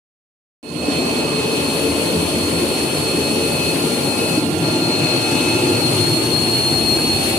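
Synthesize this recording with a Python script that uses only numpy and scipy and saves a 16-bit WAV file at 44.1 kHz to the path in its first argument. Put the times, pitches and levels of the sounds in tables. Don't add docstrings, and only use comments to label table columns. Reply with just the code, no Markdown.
import sys
import numpy as np
from scipy import signal
from scipy.io import wavfile
from scipy.ndimage import uniform_filter1d

SR = 44100
rng = np.random.default_rng(int(sys.argv[2]) if len(sys.argv) > 2 else 0)


def bounce(signal):
    frames = np.transpose(np.atleast_2d(signal))
    limited = np.clip(frames, -1, 1)
    pcm = np.round(limited * 32767).astype(np.int16)
    wavfile.write(sys.argv[1], SR, pcm)


N = 325458
T = np.arange(N) / SR


def gain_of(db):
    return 10 ** (np.asarray(db) / 20)


def unit_rms(x):
    return x / np.sqrt(np.mean(abs(x) ** 2) + 1e-20)


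def curve(rows, t=T):
    times, *columns = np.transpose(rows)
    return np.array([np.interp(t, times, column) for column in columns])


def spectrum_at(points, hz):
    freqs, values = np.transpose(points)
    return np.interp(np.log(hz + 1), np.log(freqs + 1), values)


def phase_of(hz):
    return 2 * np.pi * np.cumsum(hz * np.ones(N)) / SR


def swell(centre_s, width_s):
    return np.exp(-((T - centre_s) / width_s) ** 2)


def drift(width_hz):
    step = 32
    hz = np.fft.fftfreq(N // step + 2, step / SR)
    real, imag = rng.standard_normal((2, 2, len(hz)))
    slow = np.fft.ifft((real + 1j * imag) * np.exp(-2 * (hz / width_hz) ** 2))
    return unit_rms(np.array([np.interp(np.arange(N) / step, np.arange(len(hz)), row) for row in slow]))


# time_s, nearness (0-1)
FRAME_NEARNESS = [(3.4, 0), (4.0, 0.27), (4.6, 0.8), (6.5, 0.8)]

def walk_gain(db, left_db, near_db=0, reel_db=0, facing_db=0, near_left_db=0):
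    near = curve(FRAME_NEARNESS)[0]
    passing_reel = swell(centre_s=5.43, width_s=0.46)
    facing = np.clip((T - 6.12) / 0.67 + .5, 0, 1)
    level_db = db + near_db * near + reel_db * passing_reel + facing_db * facing
    lean_db = left_db + near_left_db * near
    return gain_of(level_db + np.array([[.5], [-.5]]) * lean_db)


# centre_hz, width_hz, far_lift_db, near_lift_db
BODY_RESONANCES = [(82.6, 16, 9, -2.5), (108, 10, -4, 9.5), (153, 11, 0.5, 3), (173.7, 19, 4, -3),
                   (240.6, 33, 4, 1.5), (290.5, 21.5, 5.5, -1), (312, 21, -3, 5), (356, 25, 2.5, 5),
                   (443.7, 31, 9, 0), (506, 15, 2.5, -8), (568, 17, 3.5, -2.5), (788, 54, 0.5, 4.5),
                   (1050, 34, 7, 3), (1220, 35, 4, 5), (2283, 54, 3, 5.5), (2800, 76, 2, 7),
                   (2874, 54, 5.5, 5.5), (3100, 28, 4.5, -4), (4530, 115, 7, 2)]
# freq_hz, coherence (0-1)
PORT_COHERENCE = [(60, 1), (200, 0.93), (330, 0.92), (640, 0.54), (1400, 0.036), (3100, 0.027),
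                  (7000, 0.0085)]

def machine_noise(colour, patchy_db, size, modes_db=0, tilt=None):
    hop = size // 4
    t, hz = np.arange(N // hop + 3) * hop / SR, np.fft.rfftfreq(size, 1 / SR)
    left_re, left_im, apart_re, apart_im, patches, modes = rng.standard_normal((6, len(t), len(hz)))
    patches = unit_rms(uniform_filter1d(uniform_filter1d(patches, 3, axis=0), 16, axis=1))
    modes = unit_rms(uniform_filter1d(uniform_filter1d(modes, SR // hop, axis=0), 2, axis=1))
    db = spectrum_at(colour, hz) + patchy_db * patches + modes_db * modes
    if tilt is not None:
        octaves = np.log2((hz + 1) / 125)
        db += curve(tilt, t).T * octaves * np.exp(-octaves ** 2 / 2)
    centre_hz, width_hz, far_db, near_db = np.transpose(BODY_RESONANCES)
    lift_db = far_db + curve(FRAME_NEARNESS, t).T * (near_db - far_db)
    db += lift_db @ np.exp(-2 * ((hz - centre_hz[:, None]) / width_hz[:, None]) ** 2)
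    coherence = np.clip(spectrum_at(PORT_COHERENCE, hz), -1, 1)
    left = left_re + 1j * left_im
    right = coherence * left + np.sqrt(1 - coherence ** 2) * (apart_re + 1j * apart_im)
    spectra = (np.array([left, right]) * gain_of(db)).transpose(0, 2, 1)
    return unit_rms(signal.istft(spectra, nperseg=size, noverlap=size - hop)[1][:, :N])


def standing_waves(diffuse, flicker_hz, turn_rad, lead_rad):
    direct_phase = turn_rad * drift(width_hz=1.95).real + lead_rad * np.array([[1], [0]])
    return unit_rms(np.exp(1j * direct_phase) + diffuse * drift(flicker_hz))


# freq_hz, relative_db
THRUM_EQ = [(15, -43), (40, -53), (60, -24), (85, -8.5), (115, -2), (170, 2), (205, -17.5), (320, -48)]
# time_s, tilt_db_per_octave
THRUM_SLOPE = [(2.2, 1), (3.3, -1.5), (5.0, 5), (6.1, 2.5), (7.1, -10.5)]
# centre_s, extra_thrum_db
THRUM_SURGES = [(2.2, 2), (4.68, 3), (6.02, 5), (7.1, 3.5)]
# freq_hz, relative_db
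RUMBLE_EQ = [(60, -50), (145, -19), (195, -9), (240, -2), (340, 0), (420, -6), (600, -7.5), (800, -13),
             (1150, -18), (1500, -30), (3000, -44)]

def folding_rolls(stroke):
    surge_db = sum(db * swell(s, width_s=0.089) for s, db in THRUM_SURGES)
    thrum = machine_noise(THRUM_EQ, patchy_db=0.9, size=4096, modes_db=2.2, tilt=THRUM_SLOPE)
    thrum *= walk_gain(db=-31.5, left_db=2.5, near_db=4)
    thrum *= gain_of(surge_db + 0.67 * np.cos(stroke + 0.69))
    rumble = machine_noise(RUMBLE_EQ, patchy_db=1.24, size=4096, modes_db=2)
    rumble *= walk_gain(db=-22.5, left_db=2, near_db=1.5, facing_db=-1.3, near_left_db=-1)
    rumble *= gain_of(.3 * np.cos(stroke + 0.87))
    hum = unit_rms((drift(width_hz=29)[0] * np.exp(1j * phase_of(hz=874))).real)
    return thrum + rumble + hum * walk_gain(db=-45.5, left_db=7.5, near_db=2, reel_db=7)


# freq_hz, relative_db
WEB_EQ = [(800, -13), (1400, -5), (2000, -3.5), (2400, 0.5), (3300, 0.5), (4000, -2), (4700, -3.5),
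          (5400, -20), (8000, -37)]
# freq_hz, relative_db
AIR_EQ = [(3500, -25), (4900, -2), (6200, -1.5), (7800, -1), (9000, 3.5), (12000, -32)]
# freq_hz, relative_db
SIZZLE_EQ = [(6000, -28), (8000, -12.5), (8800, -2.5), (9600, 1), (10700, -3.5), (12000, -8), (14000, -12),
             (15500, -19.5)]
# centre_s, extra_db
RUSH_SWELLS = [(5.1, 1), (6.0, 2), (7.26, 3)]

def paper_and_air():
    web = machine_noise(WEB_EQ, patchy_db=1.6, size=1024)
    web *= walk_gain(db=-30.5, left_db=.3, near_db=-0.5, reel_db=2.5, facing_db=0.4, near_left_db=-0.6)
    air = machine_noise(AIR_EQ, patchy_db=1.64, size=512)
    air *= walk_gain(db=-34, left_db=1.2, near_db=1.1, reel_db=0.8, facing_db=-1.5, near_left_db=4.5)
    sizzle = machine_noise(SIZZLE_EQ, patchy_db=1.5, size=512)
    sizzle *= walk_gain(db=-34.5, left_db=8, near_db=1.5, reel_db=-1.5, facing_db=0.7, near_left_db=-3)
    rush_db = sum(db * swell(s, width_s=0.078) for s, db in RUSH_SWELLS)
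    return (web + air + sizzle) * gain_of(rush_db + .45 * drift(width_hz=14).real[0])


# time_s, left_db, right_db
WHISTLE_RIDE = [(1.0, -33, -30.5), (1.7, -33.5, -31.5), (2.3, -36.5, -31.0), (3.2, -34, -28.5),
                (4.4, -28.5, -34), (5.05, -21.5, -32), (5.4, -30, -31.0), (5.8, -28, -29.5),
                (6.02, -24, -28.5), (6.19, -29.5, -24.5), (6.33, -20, -31.5), (6.55, -22.5, -20.5),
                (6.85, -20.0, -30), (7.1, -25, -21.5), (7.38, -29, -30)]
# time_s, lead_rad
WHISTLE_PHASE_LEAD = [(3.0, 0.26), (4.0, 1.85), (5.8, 2.66), (6.3, 0.59), (7.0, .6)]
# offset_hz, width_hz, relative_db
FLUTTER_BANDS = [(74.6, 40, -6.5), (107.6, 49, -12.5), (187.7, 110, -19)]

def suction_whistle(stroke, pitch_hz):
    rock_hz = 7 * np.cos(stroke) + 1.8 * np.cos(2 * stroke + .4) + 4.3 * np.cos(stroke / 2 - 2.1)
    pull_hz = -2.5 * np.sin(phase_of(hz=1.07)) - 1.5 * np.cos(phase_of(hz=2.9))
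    carrier = np.exp(1j * phase_of(pitch_hz + rock_hz + pull_hz))
    breakup = np.cos(stroke + 0.99)
    core = standing_waves(diffuse=0.41, flicker_hz=24, turn_rad=0.46, lead_rad=curve(WHISTLE_PHASE_LEAD))
    core *= gain_of(-1.4 * breakup)
    flutter = sum(gain_of(db) * drift(width_hz) * np.exp(1j * phase_of(offset_hz))
                  for offset_hz, width_hz, db in FLUTTER_BANDS)
    ride_db = curve(WHISTLE_RIDE) + drift(width_hz=9.4).real
    purity_db = 0.15 * (ride_db + 32)
    tone = unit_rms(core + flutter * gain_of(2.8 * breakup - purity_db)) * carrier
    octave = gain_of(-37.5 + 0.16 * ride_db) * unit_rms(((core + 1.1 * flutter) * carrier ** 2).real)
    return gain_of(ride_db + 1.46) * unit_rms(tone.real) + octave


# time_s, left_db, right_db
BLOWER_RIDE = [(1.0, -34, -34), (1.6, -31, -38), (2.5, -35.5, -46), (3.7, -28.5, -36), (3.95, -41.5, -53),
               (4.2, -29, -39), (4.75, -32, -50), (5.5, -28, -30), (6.0, -41, -41.0), (6.6, -45, -38.5),
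               (7.1, -33.5, -36.5), (7.38, -31.5, -47)]
# harmonic_number, level_db
BLOWER_OVERTONES = [(2, -56), (3, -49.5), (5, -61)]

def blower():
    blade_phase = phase_of(hz=2576.7 + 1.36 * drift(width_hz=2.88).real[0])

    def partial(harmonic, diffuse):
        wave = standing_waves(diffuse, flicker_hz=23, turn_rad=0.49, lead_rad=0.55)
        return unit_rms((wave * np.exp(1j * harmonic * blade_phase)).real)

    whine = gain_of(curve(BLOWER_RIDE) + 0.6) * partial(1, diffuse=0.32)
    whine += walk_gain(db=-45.5, left_db=13, near_db=-2, near_left_db=-6) * partial(4, diffuse=0.59)
    return whine + sum(gain_of(db) * partial(harmonic, diffuse=0.54) for harmonic, db in BLOWER_OVERTONES)


def gearbox():
    wave = standing_waves(diffuse=0.3, flicker_hz=14, turn_rad=0.48, lead_rad=0.75)
    mesh = unit_rms((wave * np.exp(1j * phase_of(hz=1388))).real)
    return mesh * walk_gain(db=-47.5, left_db=-5.5, near_db=6.5, facing_db=-9.5, near_left_db=1.5)


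# pitch_hz, level_db
SWITCHING_TONES = [(7917, -59), (8020, -59), (8051, -55)]

def motor_drive():
    return sum(gain_of(db) * unit_rms((drift(width_hz=5) * np.exp(1j * phase_of(hz))).real)
               for hz, db in SWITCHING_TONES)


# start_s, hold_s, hover_s, cover (0-1)
FINGER_TOUCHES = [(0.544, 0.14, 0.73, .4), (4.37, 0.1, 0.52, 0.52)]
# freq_hz, gain_db
COVER_EQ = [(300, 0.5), (900, -14), (2500, -22), (6000, -26), (12000, -14)]
# freq_hz, gain_db
HOVER_EQ = [(2000, -0.5), (4000, -2), (6500, -3), (9000, -11.5), (14000, -7.5)]

def finger_shade_db(hz, t):
    land_s, lift_s, leave_s = 0.093, 0.079, 0.47
    cover, hover = 0, 0
    for start_s, hold_s, hover_s, depth in FINGER_TOUCHES:
        landed = np.clip((t - start_s) / land_s, 0, 1)
        since_lift = t - start_s - land_s - hold_s
        cover += depth * landed * np.clip(1 - since_lift / lift_s, 0, 1)
        hover += landed * np.clip(.5 - (since_lift - hover_s) / leave_s, 0, 1)
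    cover_db = spectrum_at(COVER_EQ, hz)[:, None] * cover
    hover_db = spectrum_at(HOVER_EQ, hz)[:, None] * hover
    reflected_db = -0.13 * hover_db
    return np.array([cover_db + hover_db, reflected_db])


# start_s, level_db, pitch_hz, decay_s
KNOCK_HITS = [(4.375, -8.5, 306, .014), (6.362, -26, 1680, .004), (6.989, -24, 1600, .004)]

def knocks():
    out = np.zeros(N)
    for start_s, level_db, pitch_hz, decay_s in KNOCK_HITS:
        age = np.maximum(T - start_s, 0)
        envelope = np.minimum(age * pitch_hz, 1) * np.exp(-age / decay_s)
        out += gain_of(level_db) * envelope * np.sin(2 * np.pi * pitch_hz * age)
    return out


# time_s, strokes_per_s, whistle_pitch_hz
MACHINE_RUN = [(.6, 5.63, 4273), (1.3, 5.38, 4277), (2.0, 5.7, 4279), (2.7, 5.94, 4285), (3.4, 5.88, 4282),
               (4.1, 5.97, 4280), (4.8, 6.05, 4277), (5.4, 6.79, 4279), (6.0, 6.23, 4291),
               (6.7, 6.54, 4289), (7.38, 5.98, 4283)]

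def scene():
    strokes_per_s, whistle_pitch_hz = curve(MACHINE_RUN)
    stroke = phase_of(strokes_per_s) - 1.13
    return (folding_rolls(stroke) + paper_and_air() + suction_whistle(stroke, whistle_pitch_hz)
            + blower() + gearbox() + motor_drive() + knocks())


def record(dry):
    start_s, boost_db, cutoff_hz = .629, 2, 15600
    hz, t, spectra = signal.stft(dry, SR, nperseg=512)
    shaded = signal.istft(spectra * gain_of(finger_shade_db(hz, t)), SR)[1][:, :N]
    fade = np.clip(0.12 + (T - start_s) / 0.34, 0, 1) * (T > start_s)
    lowpass = signal.firwin(511, cutoff_hz, window=("kaiser", 9), fs=SR)
    return signal.oaconvolve(shaded * fade * gain_of(boost_db), lowpass[None], "same")


dry = scene()
out = record(dry)
bounce(out)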